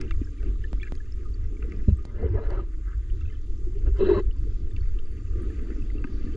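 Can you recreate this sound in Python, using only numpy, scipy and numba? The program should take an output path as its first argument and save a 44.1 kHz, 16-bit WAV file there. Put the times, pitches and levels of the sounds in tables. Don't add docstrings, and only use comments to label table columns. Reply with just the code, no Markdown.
import sys
import numpy as np
from scipy import signal
from scipy.fft import rfft, irfft
from scipy.io import wavfile
from scipy.ndimage import uniform_filter1d
from numba import njit

SR = 44100
rng = np.random.default_rng(int(sys.argv[2]) if len(sys.argv) > 2 else 0)


def to_wav(sig):
    pcm = np.clip(np.atleast_2d(sig), -1, 1) * 32767
    pcm = np.round(pcm).astype(np.int16)
    wavfile.write(sys.argv[1], SR, pcm.T)


def gain_from_db(level_db):
    decades = np.asarray(level_db, float) / 20
    return 10 ** decades


N = 280476
T = np.arange(N) / SR
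HZ = np.fft.rfftfreq(N, 1 / SR)
OPPOSITE = np.array([[1], [-1]])


def unit(x):
    return x / np.sqrt(np.mean(x ** 2))


def pan(db):
    return gain_from_db(np.array([[db], [-db]]) / 2)


def follow(points):
    return np.interp(T, *np.transpose(points))


def walk(rate):
    hold = int(SR / rate)
    steps = np.repeat(rng.standard_normal(N // hold + 1), hold)
    smooth = uniform_filter1d(uniform_filter1d(steps, hold), hold)
    return unit(smooth[:N])


def colour(points):
    hz, db = np.transpose(points)
    return gain_from_db(np.interp(np.log(HZ + 1), np.log(hz), db, left=-120, right=-120))


def churn(points, side_db, flicker_db, rate):
    both = rfft(rng.standard_normal((2, N))) * colour(points)
    octave = np.log2(HZ + 1)
    lowest, highest = np.log2(points[0][0]), np.log2(points[-1][0])
    out = 0
    for centre in np.arange(lowest, highest + .5, .5):
        band = np.clip(1 - 2 * abs(octave - centre), 0, 1)
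        mid, side = irfft(both * band, N)
        flicker = gain_from_db(flicker_db * walk(rate))
        out = out + flicker * (mid + gain_from_db(side_db) * side * OPPOSITE)
    return unit(out)


def ring(x, modes):
    out = 0
    for k, (hz, width, db) in enumerate(modes):
        b, a = signal.iirpeak(hz, hz / width, SR)
        out = out + (-1) ** k * gain_from_db(db) * signal.lfilter(b, a, x)
    return out


@njit
def sweep(x, hz, width):
    y, b, l = np.empty(len(x)), 0., 0.
    for i in range(len(x)):
        g, k = np.tan(np.pi * hz[i] / SR), width / hz[i]
        v = (b + g * (x[i] - l)) / (1 + g * (g + k))
        b, l, y[i] = 2 * v - b, l + 2 * g * v, k * v
    return y


def add(out, s, sound):
    i = int(s * SR)
    n = min(sound.shape[-1], N - i)
    out[:, i:i + n] += sound[..., :n]


def ping(hz, t60, rise, glide):
    t = T[:int(t60 * SR) + 99]
    tone = np.sin(2 * np.pi * hz * t * (1 + glide * t / t60))
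    y = tone * (1 - np.exp(-t / rise)) ** 2 * 1000. ** (-t / t60)
    return y / abs(y).max()


# frequency in Hz, relative level in dB per Hz.
FAR_COLOUR = [(1880, -38), (3200, -1.5), (3650, -1.5), (4130, -5), (4550, -5.5), (4960, -4), (5730, -8),
              (6780, 0), (8270, -16.5), (9070, -12.5), (10800, -31), (14100, -60), (22000, -120)]
# time in seconds, level in dB.
FAR_LEVEL = [(0.0, -67), (1.84, -69.5), (2.3, -74), (3.17, -69), (4.39, -70), (4.96, -69.5), (6.36, -68)]


def far_hiss():
    return gain_from_db(follow(FAR_LEVEL)) * churn(FAR_COLOUR, side_db=-6.0, flicker_db=2.0, rate=10.0)


def crackle():
    out = np.zeros((2, N))
    per_second = 140
    for when, pitch, size, side in rng.random((int(per_second * N / SR), 4)):
        hz = 4300 * 2 ** (1.35 * pitch)
        db = -68 - 5.35 * np.log(size + 0.051) - 5.0 * np.log2(hz / 4000)
        click = ping(hz, 30 / hz, rise=0.00025, glide=0.013)
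        add(out, when * T[-1], pan(8 * (side - .5)) * gain_from_db(db) * click)
    return out


# time in seconds, level in dB near 1.2 kHz, level in dB near 4.6 kHz.
SING_LEVELS = [(0, -71, -83), (1.301, -70.5, -86), (3, -75, -86.5), (4.6, -74, -79.5), (4.9, -70.5, -76),
               (5.35, -69, -77), (5.7, -68.5, -76), (6.1, -63, -73.5), (6.36, -63.5, -71.5)]


def sing():
    s, *columns = np.transpose(SING_LEVELS)
    out = 0
    for db, hz, width_hz in zip(columns, (1210., 4585), (90., 230)):
        mode = [(hz, width_hz, 0)]
        band = ring(ring(rng.standard_normal(N), mode), mode)
        out = out + gain_from_db(np.interp(T, s, db) + 1.7 * walk(25.)) * unit(band)
    return out


# frequency in Hz, relative level in dB per Hz.
RUMBLE_COLOUR = [(7.1, -35.5), (12, 1.5), (30, -5), (50, -3), (78, -13.5), (105, -16), (119, -33.5),
                 (145, -34), (160, -59), (210, -81.5), (350, -120)]


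def rumble():
    return churn(RUMBLE_COLOUR, side_db=-52, flicker_db=1.87, rate=11.0)


# frequency in Hz, relative level in dB per Hz.
SWISH_COLOUR = [(71, -38.5), (120, -10.5), (129, -16.5), (172, -3.5), (220, -3), (365, -1.5), (429, -5.5),
                (465, -8.5), (520, -25), (590, -24.5), (813, -36.5), (900, -32.5), (1170, -63.5),
                (1980, -120)]
# time in seconds, pitch in Hz, share added to the swish.
HOLLOW_NOTE = [(0, 346, 1.4), (.4, 278.4, 2.4), (.62, 275, 2.1), (1.6, 258.6, 0.45), (2.1, 378, 0.4),
               (2.6, 341.5, 0.81), (2.701, 319, 4.2), (3.149, 317.4, 5.3), (3.3, 274, 0.35),
               (3.65, 355, 1.4), (4.298, 369, 1), (4.5, 297, 0.21), (5.3, 344, 0.35), (5.801, 300, 0.59),
               (6.36, 300, .9)]


def swish():
    wash = churn(SWISH_COLOUR, side_db=-26.5, flicker_db=3.0, rate=33.0)
    s, hz, share = np.transpose(HOLLOW_NOTE)
    note_hz = np.interp(T, s, hz)
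    note = np.array([sweep(port, note_hz, 9.5) for port in wash])
    return unit(wash + np.interp(T, s, share) * note)


# frequency in Hz, relative level in dB per Hz.
HISS_COLOUR = [(470, -43.5), (800, -29), (953, -4), (1080, -10), (1160, -5), (1220, -9), (1860, -1),
               (2080, -7), (2410, -1), (2630, -3.5), (3160, -13), (3660, -13), (4000, -17.5), (5200, -42.5),
               (8800, -120)]
# pitch in Hz, width in Hz, strength in dB.
SHELL_MODES = [(212.5, 11, -3), (300, 53, -10.5), (369, 21.2, -6), (432, 64, -7.5), (562, 56, 10.5),
               (988, 130, 0.5), (1250, 145, 9), (1620, 180, 7.5), (2040, 133, 4.5), (2605, 120, 5.5),
               (2960, 580, -3.5), (3950, 170, -1), (4400, 500, -13)]


def hiss():
    fine = churn(HISS_COLOUR, side_db=-9.0, flicker_db=3.5, rate=88.0)
    return unit(fine + 1.7 * ring(fine, SHELL_MODES[6:]))


# time in seconds, rumble in dB, swish in dB, hiss in dB.
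FLOW_LEVELS = [(0.0, -23, -35, -50.5), (.075, -30, -41, -60), (0.12, -20.5, -47, -62.5),
               (.3, -28.5, -50.5, -66), (0.451, -25, -42, -58.5), (0.62, -26, -48, -65),
               (1.25, -26.5, -50, -64), (1.52, -28, -50, -67), (1.679, -25, -40.5, -59),
               (2.099, -28, -52, -66.5), (2.28, -23.5, -48, -61), (2.58, -23, -53, -58.5),
               (2.67, -27.5, -50.5, -66.5), (3.22, -22.5, -55, -64), (3.55, -26.5, -48.5, -68),
               (3.779, -19.5, -44, -64.5), (4.159, -20, -46.5, -66.5), (4.599, -26.5, -45, -65),
               (4.85, -19, -49, -61.5), (5.03, -28, -46.5, -63), (5.33, -23, -44.5, -63),
               (5.37, -23, -42, -59.5), (5.55, -25.5, -39.5, -58.5), (5.72, -31.5, -39.5, -57.5),
               (5.8, -26, -43.5, -59.5), (5.91, -26, -43, -61), (6.36, -25, -39.5, -58.5)]


def water():
    s, *columns = np.transpose(FLOW_LEVELS)
    surge_db = 2 * walk(24)
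    out = 0
    for layer, db, surge_share in zip((rumble(), swish(), hiss()), columns, (.6, .8, .3)):
        out = out + gain_from_db(np.interp(T, s, db) + surge_share * surge_db) * layer
    return out


# start in seconds, end in seconds, number of bubbles, level of the loudest possible in dB,
# lowest pitch in Hz, highest pitch in Hz.
FIZZ_SPANS = [(0., 6.3, 18, -59, 1050, 4000), (.03, .19, 14, -54, 1150, 3300),
              (.36, .48, 8, -55, 1150, 2400), (.8, .885, 40, -53, 1300, 3000),
              (.6, .68, 8, -57, 1400, 3200), (.94, 1.09, 10, -57, 1200, 3600),
              (1.62, 1.74, 8, -55, 1300, 3000), (3.2, 3.37, 18, -60, 1150, 3700),
              (4.77, 4.88, 12, -58, 1400, 3200)]


def fizz():
    out = np.zeros((2, N))
    for start, end, count, db, low, high in FIZZ_SPANS:
        for when, pitch, size, side in rng.random((int(count), 4)):
            hz = low * (high / low) ** pitch
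            note = ping(hz, 55 / hz, rise=0.0014, glide=-0.027)
            level = pan(8 * (side - .5)) * gain_from_db(db - 7.2 * size)
            add(out, start + when * (end - start), level * note)
    return out


# start in seconds, peak in dB, pitch in Hz, time to die by 60 dB in seconds, left minus right in dB.
HIGH_NOTES = [(0.079, -50, 2840, 0.011, 0), (.108, -36, 2710, 0.024, 0), (.108, -46, 3580, 0.027, -7),
              (0.121, -41, 2280, 0.023, -3), (.385, -55, 2320, 0.06, -4), (.555, -54, 1190, .07, -4),
              (0.246, -51.5, 5300, 0.01, -2), (0.27, -48, 1620, 0.055, 1), (0.64, -47, 3030, 0.0091, 3.5),
              (0.64, -37.5, 1765, 0.046, -1), (0.799, -43, 2260, 0.023, -2),
              (0.816, -46.5, 3400, 0.022, -8), (0.829, -36, 1780, 0.034, -2), (0.84, -45, 1680, 0.036, 1),
              (.867, -52, 2700, .012, -5), (.879, -49, 2020, 0.011, 0), (0.831, -31, 2400, 0.024, -2),
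              (0.867, -42, 1650, 0.059, 0), (0.873, -41.5, 2150, 0.012, 0), (0.962, -56, 6530, 0.014, -1),
              (1.002, -43.5, 1705, 0.055, -2), (1.122, -45.5, 5180, 0.008, -2),
              (1.254, -47.5, 1230, 0.11, 2), (1.34, -50, 4600, 0.019, -1), (1.567, -50.5, 2270, 0.026, -6),
              (1.624, -44, 2480, 0.0046, -16), (1.622, -45, 1420, 0.069, 1),
              (1.721, -38.5, 2080, 0.0077, 0), (1.984, -49, 1230, 0.1, 2), (1.971, -58, 8040, 0.0076, -6),
              (2.264, -52.5, 2960, 0.0126, 2), (2.375, -43.5, 1665, 0.096, 5),
              (2.504, -49, 4570, 0.0081, 4), (2.78, -56.5, 587.9, .15, 0), (2.869, -50.5, 1310, 0.065, 0),
              (3.101, -49, 2970, 0.0059, -0.5), (3.208, -51.5, 1300, 0.08, 1),
              (3.206, -56, 3580, 0.027, -1), (3.213, -51, 2710, .025, -3), (3.224, -55, 2160, 0.027, 0),
              (3.25, -53.5, 1500, 0.026, 0), (3.256, -48.5, 2600, 0.022, -5), (3.277, -56, 2620, .02, -2),
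              (3.286, -51.5, 2620, .02, -3), (3.298, -53, 2080, 0.036, -1), (3.3, -55, 3000, .015, -1),
              (3.307, -62, 1210, 0.04, 8), (3.325, -51, 1760, 0.067, 0), (3.351, -57, 3060, 0.04, 0),
              (3.322, -56, 3020, .01, 0), (3.97, -55, 4880, 0.011, 3), (4.194, -55, 6930, 0.011, -1.5),
              (4.31, -45, 2930, 0.015, -2), (4.355, -58.5, 1044, 0.096, -8),
              (4.747, -56.5, 1210, 0.069, 11), (4.763, -40.5, 2682, 0.022, -4),
              (4.764, -51, 3500, 0.011, -7), (4.764, -55.5, 4500, .014, -4), (4.766, -47.5, 2290, 0.02, -3),
              (4.776, -56, 1850, .02, 6), (4.782, -52, 1620, 0.042, 1), (4.808, -55, 4470, .015, -1),
              (4.714, -59, 3598, .015, -6), (4.709, -53.5, 1810, .015, 0), (4.986, -47, 2750, .012, 1),
              (4.989, -45, 3070, 0.012, 1), (4.99, -52, 3670, .01, -1), (5.421, -54, 8830, 0.0049, 4),
              (5.395, -51.5, 1180, 0.15, 3), (5.43, -49, 1273, 0.095, 2), (5.629, -60, 1204, 0.087, 2),
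              (5.705, -47.5, 1830, 0.01, 4), (5.272, -55, 2630, 0.029, -4), (5.82, -49.5, 2620, 0.03, 1),
              (5.901, -43.5, 2040, 0.02, 3), (6.042, -42.5, 950, .03, 1), (6.042, -34, 1250, 0.027, 4),
              (6.338, -52.5, 3100, 0.016, -2), (5.5, -49, 1760, 0.045, 0), (5.98, -49, 2730, 0.022, 0),
              (6.072, -49, 1665, 0.047, 7), (6.272, -50, 1760, 0.048, 3)]


def high_notes():
    out = np.zeros((2, N))
    wobble = gain_from_db(3.2 * walk(450.))
    for s, db, hz, t60, pan_db in HIGH_NOTES:
        note = ping(hz, t60, rise=0.001, glide=-0.0071)
        note = note * wobble[int(s * SR):][:len(note)]
        add(out, s, pan(pan_db) * gain_from_db(db) * note / abs(note).max())
    return out


# start in seconds, level in dB, left minus right at the start in dB.
DRY_SNAPS = [(0.731, -25, -12.5), (0.922, -24.5, -14.5), (2.052, -30.5, -13)]


def snaps():
    out, t = np.zeros((2, N)), T[:4000]
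    slowing = -np.cos(4.5 * np.log(1 + t / .001))
    swing = slowing * (1 - np.exp(-t / .0001)) * np.exp(-t / .009)
    edge = np.sin(2 * np.pi * 4300 * t) * np.exp(-t / 0.000047)
    for s, db, pan_db in DRY_SNAPS:
        lean = pan(pan_db * np.exp(-t / .0012))[..., 0, :]
        add(out, s, gain_from_db(db) * (lean * swing + 0.73 * pan(pan_db) * edge))
    return out


# start in seconds, body peak in dB, treble tick peak in dB,
# left minus right in dB.
SHELL_TAPS = [(0.0121, -31, -35, 0.5), (0.1079, -28.5, -42.5, 0), (0.428, -44, -58, 0),
              (0.83, -42, -44.5, -2), (0.9516, -47, -45, -0.5), (1.6238, -36, -64, 4), (1.72, -42, -51, -5),
              (2.052, -58, -47.5, 2), (2.503, -47, -48.5, -4), (3.2092, -51, -56.5, 1),
              (4.765, -58, -56, -10), (4.987, -54, -60, -1.5), (5.702, -40.5, -63, 1),
              (6.0408, -30, -54, 3)]


def taps():
    out, t = np.zeros((2, N)), T[:2000]
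    for s, db, treble_db, pan_db in SHELL_TAPS:
        blow = rng.standard_normal((2, len(t))) * np.exp(-t / 0.0025) * (1 - np.exp(-t / 0.00035))
        body = ring(ring(blow[0], SHELL_MODES[6:10]), [(1790, 5300, 0)])
        tick = ring(ring(blow[1], [(4660, 2300, 0)]), [(4800, 4100, 0)])
        body = gain_from_db(db) * body / abs(body).max()
        tick = gain_from_db(treble_db) * tick / abs(tick).max()
        add(out, s, pan(pan_db) * (body + tick))
    return out


# start in seconds, peak in dB, starting pitch in Hz, time to die by 60 dB in seconds.
SOFT_KNOCKS = [(0.214, -22.5, 283, 0.027), (.431, -40.5, 493, 0.0093), (1.8748, -18.5, 210, 0.14),
               (1.884, -29, 386, 0.054), (1.920, -8.5, 70.7, 0.06), (2.298, -18, 92.6, 0.11),
               (2.328, -22.5, 88.4, 0.19), (2.595, -28.5, 353, .06), (4.018, -26.5, 209.7, 0.13),
               (4.165, -26, 213, .08), (5.355, -32, 337, 0.035), (5.388, -33, 357, 0.14),
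               (5.41, -30.5, 340, 0.073), (5.62, -37, 300, 0.058), (5.668, -32, 320, 0.051),
               (5.713, -29.5, 275, 0.044), (5.78, -32, 305, 0.061), (6.138, -33, 291, 0.097),
               (6.24, -33.5, 232, 0.098), (2.735, -43, 332, 0.21), (2.31, -31.5, 333, 0.14),
               (5.952, -27.5, 300, 0.02), (6.045, -24, 258, 0.024)]
# start in seconds, peak in dB, starting pitch in Hz, time to die by 60 dB in seconds.
HARD_THUDS = [(1.8826, -4, 75.5, 0.066), (2.2445, -13, 62.6, .14), (2.349, -20, 73.2, 0.082),
              (2.517, -19.5, 60.8, .1), (2.619, -22.5, 53.7, 0.16)]


def knocks():
    out = np.zeros((2, N))
    for rows, rise_cycles in ((SOFT_KNOCKS, 0.75), (HARD_THUDS, 0.12)):
        for s, db, hz, t60 in rows:
            add(out, s, gain_from_db(db) * ping(hz, t60, rise=rise_cycles / hz, glide=-0.079))
    return out


# centre in seconds, two thirds of the whole swell in seconds, peak in dB, pitch in Hz.
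SWELLING_TONES = [(1.888, 0.0162, -39, 602), (2.232, .012, -26.5, 435), (2.243, .012, -21.5, 447),
                  (2.23, .008, -34, 694), (2.262, 0.0138, -23, 426), (2.39, 0.0098, -39.5, 660),
                  (2.6, .016, -37, 1230), (2.58, .016, -40, 1300), (2.524, 0.018, -34.5, 372),
                  (2.491, 0.023, -33.5, 433), (2.352, 0.023, -23, 428), (2.417, .05, -32, 440),
                  (3.997, .02, -32, 331), (3.675, 0.043, -39.5, 350), (4, .025, -38, 390),
                  (3.765, .035, -36.5, 400), (3.805, .02, -39, 360), (3.955, .025, -37.5, 400),
                  (1.91, .03, -26.5, 150), (4.015, .018, -20.5, 400), (4.031, .022, -14, 390),
                  (4.05, .018, -21.5, 380), (4.065, 0.023, -22, 380), (4.097, .017, -8.5, 385),
                  (4.118, .013, -9, 380), (4.135, .016, -14, 384), (4.03, .014, -38, 1084),
                  (4.1, 0.013, -34, 1046), (4.117, .018, -31, 924), (4.15, 0.016, -33, 1130),
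                  (4.187, .02, -32, 1051), (4.198, .014, -41.5, 1970), (4.094, .03, -33.5, 603),
                  (4.157, .03, -32, 599), (4.148, .022, -22.5, 364), (4.162, .024, -22, 388.5),
                  (4.179, 0.01846, -19.5, 402), (4.202, 0.04, -24, 378.6)]


def swelling_tones():
    out = np.zeros((2, N))
    for s, length, db, hz in SWELLING_TONES:
        t = T[:int(1.5 * length * SR)]
        hump = np.sin(np.pi * t / t[-1]) ** 2
        add(out, s - t[-1] / 2, gain_from_db(db) * hump * np.sin(2 * np.pi * hz * t))
    return out


# time in seconds, pitch in Hz.
BOOM_PITCH = [(1.9, 397), (2.2, 408), (2.25, 444), (2.32, 317), (2.36, 444), (2.5, 446), (2.55, 361),
              (3.9, 398), (4.03, 375.2), (4.1, 387), (4.22, 364)]
# moment of full strength in seconds, build-up in seconds, time held in seconds,
# then boom, drag, scrape and edge, each in dB at full strength.
STROKES = [(1.884, 0.0062, 0.0078, -38, -51, -57, -58.5), (2.07, 0.025, 0.096, -52, -61, -64, -90),
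           (2.19, 0.055, 0.015, -48, -52, -56.5, -78), (2.235, 0.042, 0.018, -28.5, -46, -49.5, -71),
           (2.275, 0.024, 0.0075, -40, -54, -58, -80), (2.351, 0.045, 0.038, -35.5, -43.5, -50, -69),
           (2.42, .015, 0.046, -41, -47.5, -50.5, -65.5), (2.504, 0.03, 0.051, -38.5, -43, -50.5, -65),
           (2.575, .027, 0.025, -39.5, -50, -53, -66), (2.624, 0.024, 0.0077, -47.5, -55, -66, -75),
           (2.855, 0.021, 0.079, -74, -77, -54.5, -82), (3.864, 0.017, 0.018, -46, -53, -56, -67.5),
           (3.959, .026, 0.013, -60.5, -62, -55, -75), (4.005, 0.032, 0.061, -28, -41, -46.5, -49.5),
           (4.089, 0.023, 0.1, -26.5, -35.5, -43, -49)]


def strokes():
    slip = rng.standard_normal((2, N))
    slip = slip[0] + gain_from_db(-36.0) * slip[1] * OPPOSITE

    def lumpy(modes, lumps_db):
        return sum((-1) ** k * gain_from_db(lumps_db * walk(45.)) * ring(slip, [mode]) for k, mode in enumerate(modes))

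    # modes, centre in Hz and width in Hz of the group, depth of the lumps in dB
    groups = [(SHELL_MODES[:4], 370, 400, 3.6), (SHELL_MODES[4:6], 850, 700, 3.5),
              (SHELL_MODES[6:9], 1450, 1300, 3.0), (SHELL_MODES[9:], 3300, 3000, 2.2)]
    parts = [unit(ring(lumpy(modes, lumps_db), [(hz, width, 0)])) for modes, hz, width, lumps_db in groups]

    boom_hz, boom_width_hz, boom_share = follow(BOOM_PITCH), 27.3, 0.96
    boom = []
    for port in slip * gain_from_db(2.1 * walk(40.)):
        narrow = sweep(port, boom_hz, boom_width_hz)
        boom.append(sweep(narrow, boom_hz, 5.9 * boom_width_hz))
    parts[0] = unit(parts[0] + boom_share * unit(np.array(boom)))

    shake, shake_db = [(80, 45, 0)], -6.5
    parts.append(unit(ring(ring(slip, shake), shake)))

    build_db, let_go_s = 20, 0.023
    out = np.zeros((2, N))
    for s, build, held, boom_db, drag_db, scrape_db, edge_db in STROKES:
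        before = np.minimum(T - s, 0) / build
        after = np.maximum(T - s - held, 0) / let_go_s
        swell = gain_from_db(build_db * (before - after ** 2))
        levels = (boom_db, drag_db, scrape_db, edge_db, boom_db + shake_db)
        out += swell * sum(gain_from_db(db) * part for part, db in zip(parts, levels))
    return out


def scene():
    background = far_hiss() + crackle() + sing() + water()
    small_sounds = fizz() + high_notes() + snaps() + taps()
    return background + small_sounds + knocks() + swelling_tones() + strokes()


# frequency in Hz, left minus right in dB.
PORT_LEVEL = [(60, 0.13), (190, 0), (330, 0.4), (590, 3.5), (1050, 2.5), (1860, 3.5), (3310, -1),
              (5860, -0.9), (10400, 2)]
# frequency in Hz, how far left leads in radians.
PORT_PHASE = [(0, 0.056), (1120, -0.79), (2240, -0.71), (2580, -0.95), (3190, -0.78), (3620, 0.8),
              (5940, -0.062), (6200, 0.19), (10600, 0.24)]


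def two_ports(sound):
    pad = 2048
    sound = np.pad(sound, ((0, 0), (pad, pad)), "reflect")
    wide = np.fft.rfftfreq(N + 2 * pad, 1 / SR)
    hz, db = np.transpose(PORT_LEVEL)
    level = gain_from_db(np.interp(np.log(wide + 1), np.log(hz), db) / 2)
    lean = level * np.exp(.5j * np.interp(wide, *np.transpose(PORT_PHASE)))
    rounded = np.tanh(1.198 * sound) / 1.368
    return irfft(rfft(rounded) * [lean, 1 / lean], N + 2 * pad), pad


def band_limit(x):
    return signal.sosfilt(signal.butter(12, 10990, fs=SR, output="sos"), x)


def record(dry):
    ports, pad = two_ports(dry)
    top_cut = signal.butter(6, 11000, fs=SR, output="sos")
    dull = signal.sosfilt(top_cut, ports)[:, pad:-pad]
    fade = np.minimum(np.minimum(T, T[::-1]) / .004, 1)
    return band_limit(dull * fade)


dry = scene()
out = record(dry)
to_wav(out)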